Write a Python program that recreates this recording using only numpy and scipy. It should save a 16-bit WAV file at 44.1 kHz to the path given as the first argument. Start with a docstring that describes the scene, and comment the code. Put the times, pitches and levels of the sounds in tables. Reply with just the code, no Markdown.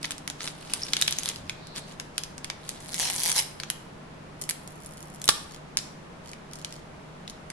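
"""Unwrapping and snapping a wafer

Close to a stereo microphone, thin plastic packaging crackles in the hands as its creases snap over,
then rips along a seam in a run of tiny breaks. Fingers rub a thin, crisp wafer, which ticks, snaps
in two and cracks again. Each click is a cluster of tones that die away very fast.
A small, quiet room with a humming appliance answers every click."""
import sys
import numpy as np
from scipy import signal
from scipy.fft import rfft, irfft
from scipy.io import wavfile
from scipy.ndimage import uniform_filter1d

SR = 44100
rng = np.random.default_rng(int(sys.argv[2]) if len(sys.argv) > 2 else 0)


def dump_mix(stems):
    """Bounce the given channels to the path in sys.argv[1] as a 16-bit WAV at rate SR."""
    frames = np.atleast_2d(stems).T  # one column per channel
    limited = np.clip(frames, -1, 1)  # hard clip at full scale
    pcm = np.round(limited * 32767).astype(np.int16)
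    wavfile.write(sys.argv[1], SR, pcm)


N = 331632
TIME = np.arange(N) / SR

# creases of the plastic snapping over: t/s, level/dB, ring f/Hz, treble/dB
CREASE_SNAPS = [(0.0297, -31.5, 4700, -2), (0.0434, -29, 3330, -16), (0.047, -26.5, 2020, -13),
                (0.0545, -30, 4800, 1), (0.1077, -27, 3360, -3.5), (0.114, -35, 6170, 5),
                (0.119, -30, 2960, -2), (0.181, -37, 5500, 0), (0.2771, -25.5, 1570, -1),
                (0.2999, -28, 1490, -2), (0.4064, -32, 1230, -25), (0.4759, -28, 2860, -8),
                (0.7362, -18.5, 4960, -0.5), (0.9338, -16.5, 4030, -11), (0.9674, -21, 3700, -11),
                (1.0137, -17.5, 7000, 2), (1.0227, -16.5, 3700, -3), (1.0765, -26, 5400, 4),
                (1.0796, -17, 3370, -4), (1.1092, -25, 2820, 8), (1.1249, -22.5, 6000, -1),
                (1.1862, -21.5, 6660, 1.5), (1.2332, -27.5, 6400, -1), (1.258, -25, 3750, -3),
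                (1.2887, -22.5, 6770, -1), (1.3598, -34.5, 4570, -4), (1.4957, -25, 2460, -9.5),
                (1.67, -41.5, 4800, 0), (1.9987, -28.5, 2060, -3), (2.18, -20.5, 2830, -1.5),
                (2.2359, -28.5, 5100, -4.5), (2.3802, -35.5, 8150, -6), (2.4446, -28.5, 2360, -5.5),
                (2.5003, -26, 2230, -16), (2.6915, -26, 8850, -1), (2.9435, -25, 6400, 2),
                (2.9975, -22, 5800, 7), (3.1003, -23, 2750, -3), (3.2346, -20, 10100, 4),
                (3.3, -24, 6940, 5), (3.3168, -20, 5960, -2), (3.6001, -29.5, 4370, -9),
                (3.6345, -30, 2700, -12), (3.7011, -19.5, 3100, 0.5)]
# the wafer cracking: t/s, level/dB, ring f/Hz, treble/dB
WAFER_CRACKS = [(4.4183, -32.5, 10640, 7), (4.4915, -22.5, 2430, 4), (4.4965, -20, 8200, 6.5),
                (4.5087, -24, 2820, 4), (4.676, -36.5, 10600, 3), (4.8608, -34.5, 10400, 11),
                (5.2171, -31.5, 6400, 0), (5.2415, -27, 6100, 4), (5.256, -28, 6000, 14),
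                (5.2788, -19.5, 4200, -3), (5.2893, -7.5, 3040, -1.5), (5.2928, -19, 4300, -8),
                (5.305, -22, 4000, 3), (5.7712, -19.5, 3240, 4), (5.788, -28, 5100, -16),
                (6.3331, -38, 2160, -11), (6.534, -35.5, 5390, -0.5), (6.647, -28, 4500, -6),
                (6.7249, -37.5, 5370, 0), (7.2775, -35, 3720, -14), (7.5017, -33.5, 2100, -0.5)]


def creases():
    """Creases snap over with a click; such thin film gives off little bass."""
    return clicks(CREASE_SNAPS, decay_s=0.0017, ring_db=6.5, purity=0.17,
                  body_db=-4, body_db_per_octave=2.5, bass_db=-15, scatter=0.85)


def crumple():
    """The plastic rustles when the fingers squeeze it, and a little around every snap."""
    # squeezes: middle t/s, half length/s, relative level/dB
    squeezes = [(0.455, 0.037, -33), (0.76, 0.14, -43), (1.06, 0.23, -41.5), (1.29, 0.017, -32.5),
                (1.775, 0.018, -31.5), (1.905, 0.03, -46.5), (2.73, 0.09, -47)]
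    # tone of the rustle: f/Hz, relative level/dB
    spectrum = [(1200, -3), (4000, 0), (7500, -4.5)]
    rustle = crackle(spectrum, per_s=330, spread_db=16, hiss_db=-11, scatter=0.7)
    # a louder snap brings more rustle, up to a limit
    friction = [(s + 0.003, 0.026, min(db - 28, -52)) for s, db, *_ in CREASE_SNAPS]
    return rustle * strokes(squeezes + friction) * amp(-3)


def rip():
    """The seam gives way in a quick run of small breaks, brighter as the film draws tight."""
    # course of the rip: t/s, level/dB before the treble boost
    loudness = [(2.801, -49.5), (2.96, -35.5), (3.012, -27), (3.08, -33), (3.19, -30.5), (3.285, -28.5),
                (3.338, -37), (3.37, -25.5), (3.396, -20.5), (3.42, -36.5), (3.47, -59)]
    # tone of the rip: f/Hz, relative level/dB
    spectrum = [(250, -18), (500, -8), (850, -1), (1300, -8.5), (2150, 2.5), (2600, -8), (3300, 1),
                (8000, -2), (10500, 3)]
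    # boost from the tightening film: t/s, treble/dB
    treble = [(3.05, 1), (3.22, 5.5)]
    breaks = crackle(spectrum, per_s=190, spread_db=14, hiss_db=-13, scatter=1.2)
    level_db = np.interp(TIME, *np.transpose(loudness), left=-np.inf, right=-np.inf)
    return brighten(breaks, treble) * amp(level_db)


def peel():
    """Hard pulls peel the seam: tiny breaks ring the film, whose pitches slide and flutter."""
    # hard pulls: middle t/s, half length/s, level/dB
    pulls = [(3.038, 0.038, -30.5), (3.27, 0.077, -36), (3.388, 0.01, -27.5)]
    # pitches at which the resting film rings: f/Hz, width/Hz, relative level/dB
    film_tones = [(920, 100, -8.5), (3080, 620, -1.5), (4250, 130, -2), (5540, 530, 3)]
    # pulling shifts those pitches: t/s, pitch ratio
    tension = [(3.0, 1.07), (3.07, 0.97), (3.3, 1.1), (3.42, 0.88)]
    breaks = pair(rng.standard_normal((2, N)), 0.5)
    breaks *= rng.random(N) < 1500 / SR  # about 1500 breaks a second
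    flutter = unit_level(uniform_filter1d(rng.standard_normal(N), size=600))
    ratio = np.interp(TIME, *np.transpose(tension)) * (1 + 0.025 * flutter)
    film = sum(amp(db) * unit_level(resonate(breaks, hz * ratio, width)) for hz, width, db in film_tones)
    return unit_level(film) * strokes(pulls)


def wafer_cracks():
    """The dry wafer breaks with short, sharp clicks."""
    return clicks(WAFER_CRACKS, decay_s=0.0018, ring_db=4.5, purity=0.38,
                  body_db=-4.5, body_db_per_octave=6.5, bass_db=-15, scatter=0.75)


def wafer_ring():
    """Only a hard crack moves the whole wafer: its low tones grow faster than the blow."""
    # tones of the whole wafer: f/Hz, relative level/dB, time to fade by 60 dB/s
    tones = [(235, -22, 0.031), (460, -9, 0.036), (875, 1.5, 0.024), (1160, 8.5, 0.03), (1617, -1, 0.04)]
    out = np.zeros((2, N))
    t = np.arange(4096) / SR
    ring = sum(amp(db - 60 * t / fade_s) * np.sin(2 * np.pi * hz * t) for hz, db, fade_s in tones)
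    for s, crack_db, *_ in WAFER_CRACKS:
        add(out, s, amp(3 * crack_db - 3) * np.array([ring, ring]))
    return out


def wafer_rub():
    """Fingers rub the wafer in tiny slips that bring out its own pitches."""
    # finger strokes: middle t/s, half length/s, relative level/dB
    rubs = [(4.427, 0.016, -34.5), (4.97, 0.23, -50.5), (5.53, 0.026, -36), (6.29, 0.044, -42.5),
            (6.57, 0.043, -40.5), (6.73, 0.05, -46), (7.295, 0.013, -36)]
    # tone of the slips: f/Hz, relative level/dB
    spectrum = [(300, 3), (1200, -24), (3500, -4), (8000, 2.5)]
    # pitches the wafer strengthens: f/Hz, width/Hz, boost/dB
    peaks = [(2060, 300, 11.5), (3140, 380, 13.5), (4440, 250, 10), (5460, 290, 10.5), (6800, 480, 6.5)]
    # a bright fizz turns into a duller creak: t/s, treble/dB
    treble = [(5.1, 9.5), (5.5, -4)]
    slips = crackle(spectrum, per_s=80, spread_db=17, hiss_db=-17, scatter=0.5, ring_db=0)
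    creak = colour(slips, lambda hz: sum(db / (1 + (2 * (hz - f) / width) ** 2) for f, width, db in peaks))
    return brighten(creak, treble) * strokes(rubs) * amp(-8)


def edge_chirps():
    """Stiff edges flick, each ringing very briefly on one pitch."""
    # flicks: t/s, peak level/dB, f/Hz, decay/s, delay of the right side/cycles
    flicks = [(0.821, -24, 5240, 0.0011, 0.17), (0.834, -15, 5360, 0.00086, 0.14),
              (1.0223, -10.5, 3750, 0.001, 0.15), (5.7718, -2.5, 5170, 0.0002, 0.42)]
    out = np.zeros((2, N))
    t = np.arange(1024) / SR
    for s, db, hz, decay_s, right_lag in flicks:
        envelope = amp(db) * 2 * t / decay_s * np.exp(1 - 2 * t / decay_s)
        cycles = hz * t - np.array([[0], [right_lag]])
        add(out, s, envelope * np.sin(2 * np.pi * cycles))
    return out


def finger_slide(hz, width_hz, middle_s, half_s, db):
    """A finger slides along the film with a thin, fuzzy whistle."""
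    pitch = np.full(N, hz)
    friction = rng.standard_normal((2, N))
    whistle = resonate(resonate(friction, pitch, width_hz), pitch, width_hz)
    return unit_level(whistle) * strokes([(middle_s, half_s, db)])


def hand_bumps(low_hz, high_hz):
    """Hands shift on the table with a dull rumble, alike in both ears."""
    # soft bumps: middle t/s, half length/s, level/dB
    bumps = [(1.05, 0.29, -56), (1.45, 0.079, -47)]
    band = signal.butter(2, [low_hz, high_hz], "band", fs=SR, output="sos")
    return unit_level(signal.sosfilt(band, rng.standard_normal(N))) * strokes(bumps)


def room_echo(x, early_db, early_s, tail_db):
    """Quick echoes come off the table and hands, then a smooth tail whose treble dies first."""
    # how long the room rings: f/Hz, time to fade by 60 dB/s
    fade_times = [(400, 0.7), (2000, 0.52), (11000, 0.43)]
    hz, t, noise = signal.stft(rng.standard_normal((2, SR * 3 // 4)), SR, nperseg=256)
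    fade_db = -60 * t / value_at(fade_times, hz)[:, None]
    dull_db = -3 * hz[:, None] / 10000
    tail = signal.istft(noise * amp(fade_db + dull_db), SR, nperseg=256)[1]
    t = np.arange(tail.shape[1]) / SR
    tail *= np.clip((t - 0.003) / 0.0058, 0, 1)
    early = rng.standard_normal(tail.shape) * (rng.random(tail.shape) < 0.03)
    early *= np.exp(-t / early_s) * (t > 0.002)
    echo = amp(early_db) * unit_energy(early) + amp(tail_db) * unit_energy(tail)
    return signal.oaconvolve(x, echo, axes=1)[:, :N]


def room_air(db):
    """Steady room noise, nearly the same on both sides in the bass."""
    # tone of the noise: f/Hz, relative level/dB
    spectrum = [(120, -11), (170, -5.5), (300, -11.5), (1000, -15), (2000, -22.5), (11000, -41.5)]
    # how alike left and right are: f/Hz, likeness from 0 to 1
    likeness = [(40, 0.89), (150, 0.97), (300, 0.48), (700, 0)]
    hz = np.fft.rfftfreq(N, 1 / SR)
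    noise = pair(rfft(rng.standard_normal((2, N))), value_at(likeness, hz))
    return amp(db) * unit_level(irfft(noise * amp(value_at(spectrum, hz)), N))


def appliance_hum(waver_radians):
    """An appliance hums on two slightly wavering tones."""
    # tones of the hum: f/Hz, level/dB
    tones = [(150.7, -54), (629.8, -65.5)]
    slow_only = np.exp(-(np.fft.rfftfreq(N, 1 / SR) / 3) ** 2)  # keeps changes below about 3 Hz
    hum = np.zeros(N)
    for hz, db in tones:
        drift = unit_level(irfft(rfft(rng.standard_normal(N)) * slow_only, N))
        hum += amp(db) * np.sqrt(2) * np.sin(2 * np.pi * hz * TIME + waver_radians * drift)
    return hum


def low_ring(hz, db, fade_s):
    """A faint low tone dies away under the first crackles."""
    return amp(db - 60 * TIME / fade_s) * np.sin(2 * np.pi * hz * TIME)


def clicks(rows, decay_s, ring_db, purity, body_db, body_db_per_octave, bass_db, scatter):
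    """Single clicks: lower ones sound fuller; duller ones gain purity dB of ring per dB of treble lost."""
    out = np.zeros((2, N))
    for s, db, ring_hz, treble_db in rows:
        full_db = body_db + body_db_per_octave * np.log2(4000 / ring_hz)
        spectrum = [(500, full_db + bass_db), (1800, full_db), (3400, 0), (6000, 0), (9000, treble_db)]
        click = burst(ring_hz, ring_db - purity * treble_db, spectrum, decay_s, scatter)
        add(out, s, amp(db) * np.sqrt(0.004 * SR) * click)  # db is the level averaged over 4 ms
    return out


def crackle(spectrum, per_s, spread_db, hiss_db, scatter, ring_db=11):
    """Tiny slips of uneven size and spacing each ring a random patch of surface, over a rubbing hiss."""
    pitches = np.geomspace(2400, 11000, 48)
    patches = [burst(hz, ring_db, [(0, 0)], decay_s=0.001, scatter=scatter) for hz in pitches]
    gaps, sizes, picks = rng.random((3, N // 20))
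    times = np.cumsum((0.5 + gaps) / per_s)
    slips = np.zeros((2, N))
    for s, size, pick in zip(times[times < TIME[-1]], sizes, picks):
        add(slips, s, amp(spread_db * size) * patches[int(pick * len(patches))])
    friction = unit_level(slips) + amp(hiss_db) * rng.standard_normal((2, N))
    return unit_level(colour(friction, lambda hz: value_at(spectrum, hz)))


def burst(ring_hz, ring_db, spectrum, decay_s, scatter, count=110):
    """One tiny blow starts many fast-fading tones; those near ring_hz are boosted by ring_db."""
    t = np.arange(768) / SR
    place, phase, left, right = rng.random((4, count, 1))
    rank = (np.arange(count)[:, None] + 2 + place) / (count + 2)
    hz = 16000 * rank * np.sqrt(rank)  # tones crowd toward the bass
    life_s = decay_s * np.sqrt(3000 / (hz + 500))  # high tones die first
    boost_db = ring_db / (1 + (10 * (hz / ring_hz - 1)) ** 2)
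    gain = amp(value_at(spectrum, hz) + boost_db) * np.sqrt(np.sqrt(rank) / life_s)
    # scatter puts left and right out of step, more so for high tones
    cycles = hz * t + phase + scatter * np.array([left, right]) * hz / (hz + 2000)
    x = np.sum(gain * np.exp(-t / life_s) * np.sin(2 * np.pi * cycles), axis=1)
    x *= 1 - np.exp(-(t / 0.0001) ** 2)  # rises in about 0.1 ms
    x[1] = np.roll(x[1], 3)  # the microphone's right side is a little farther away
    return unit_energy(x)


def strokes(rows):
    """Volume curve of short strokes that swell and fade."""
    return sum(amp(db) * np.exp(-abs((TIME - s) / (1.32 * half_s)) ** 3) for s, half_s, db in rows)


def resonate(x, hz, width_hz):
    """Makes a sound ring at a pitch that follows the curve hz."""
    turn = np.exp(2j * np.pi * np.cumsum(hz) / SR)
    feedback = np.exp(-np.pi * width_hz / SR)
    return (turn * signal.lfilter([1 - feedback], [1, -feedback], x / turn)).real


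def brighten(x, curve):
    """Turns the treble above 7000 Hz up or down over time."""
    treble = signal.sosfiltfilt(signal.butter(2, 7000, "high", fs=SR, output="sos"), x)
    gain = amp(np.interp(TIME, *np.transpose(curve)))
    return x + (gain - 1) * treble


def colour(x, db_at, size=2048):
    """Shapes the tone by db_at(Hz), with a filter that lets nothing sound ahead of a click."""
    log_gain = np.log(amp(db_at(abs(np.fft.fftfreq(size, 1 / SR)))))
    response = np.exp(signal.hilbert(log_gain).conj())
    taps = np.fft.ifft(response).real[:size // 2]
    return signal.oaconvolve(x, taps[None], axes=1)[:, :x.shape[1]]


def pair(noises, likeness):
    """Turns two unrelated noises into a partly alike left and right."""
    return np.array([noises[0], likeness * noises[0] + np.sqrt(1 - likeness ** 2) * noises[1]])


def value_at(points, hz):
    """Reads between the rows of a frequency table, along a scale of octaves."""
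    f, value = np.transpose(points)
    return np.interp(np.log(hz + 1), np.log(f + 1), value)


def add(mix, s, sound):
    """Mixes a stereo sound in at s seconds."""
    part = mix[:, round(s * SR):][:, :sound.shape[1]]
    part += sound[:, :part.shape[1]]


def amp(db):
    """Turns decibels into a volume factor."""
    return 10 ** (np.asarray(db) / 20)


def unit_level(x):
    """Scales a sound to an average (rms) level of 1."""
    return x / np.sqrt(np.mean(x ** 2) + 1e-20)


def unit_energy(x):
    """Scales each side to a total energy of 1."""
    return x / np.linalg.norm(x, axis=1, keepdims=True)


def scene():
    """The wrapper and the wafer, close by in the quiet room."""
    wrapper = creases() + crumple() + rip() + peel()
    wrapper += finger_slide(hz=4150, width_hz=1100, middle_s=1.74, half_s=0.13, db=-54)
    wafer = wafer_cracks() + wafer_ring() + wafer_rub()
    near = wrapper + wafer + edge_chirps()
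    # the walls return sound from every direction, so each side also hears the other's echo
    echo = sum(room_echo(x, early_db=-12.5, early_s=0.0096, tail_db=-15.5) for x in (near, near[::-1]))
    background = room_air(db=-46) + appliance_hum(waver_radians=0.85) + low_ring(hz=290, db=-50, fade_s=5.7)
    return near + echo + hand_bumps(low_hz=82, high_hz=178) + background


def record(dry):
    """The microphone dulls the highest treble; peaks stop at full scale; sound above 16500 Hz is cut."""
    # the microphone's top end: f/Hz, gain/dB
    microphone = [(11000, 0.5), (12500, -13.5), (16000, -28.5)]
    dulled = colour(dry, lambda hz: value_at(microphone, hz))
    low_pass = signal.firwin(255, 16500, window=("kaiser", 9), fs=SR)
    return signal.oaconvolve(np.clip(dulled, -1, 1), low_pass[None], "same")


dry = scene()
out = record(dry)
dump_mix(out)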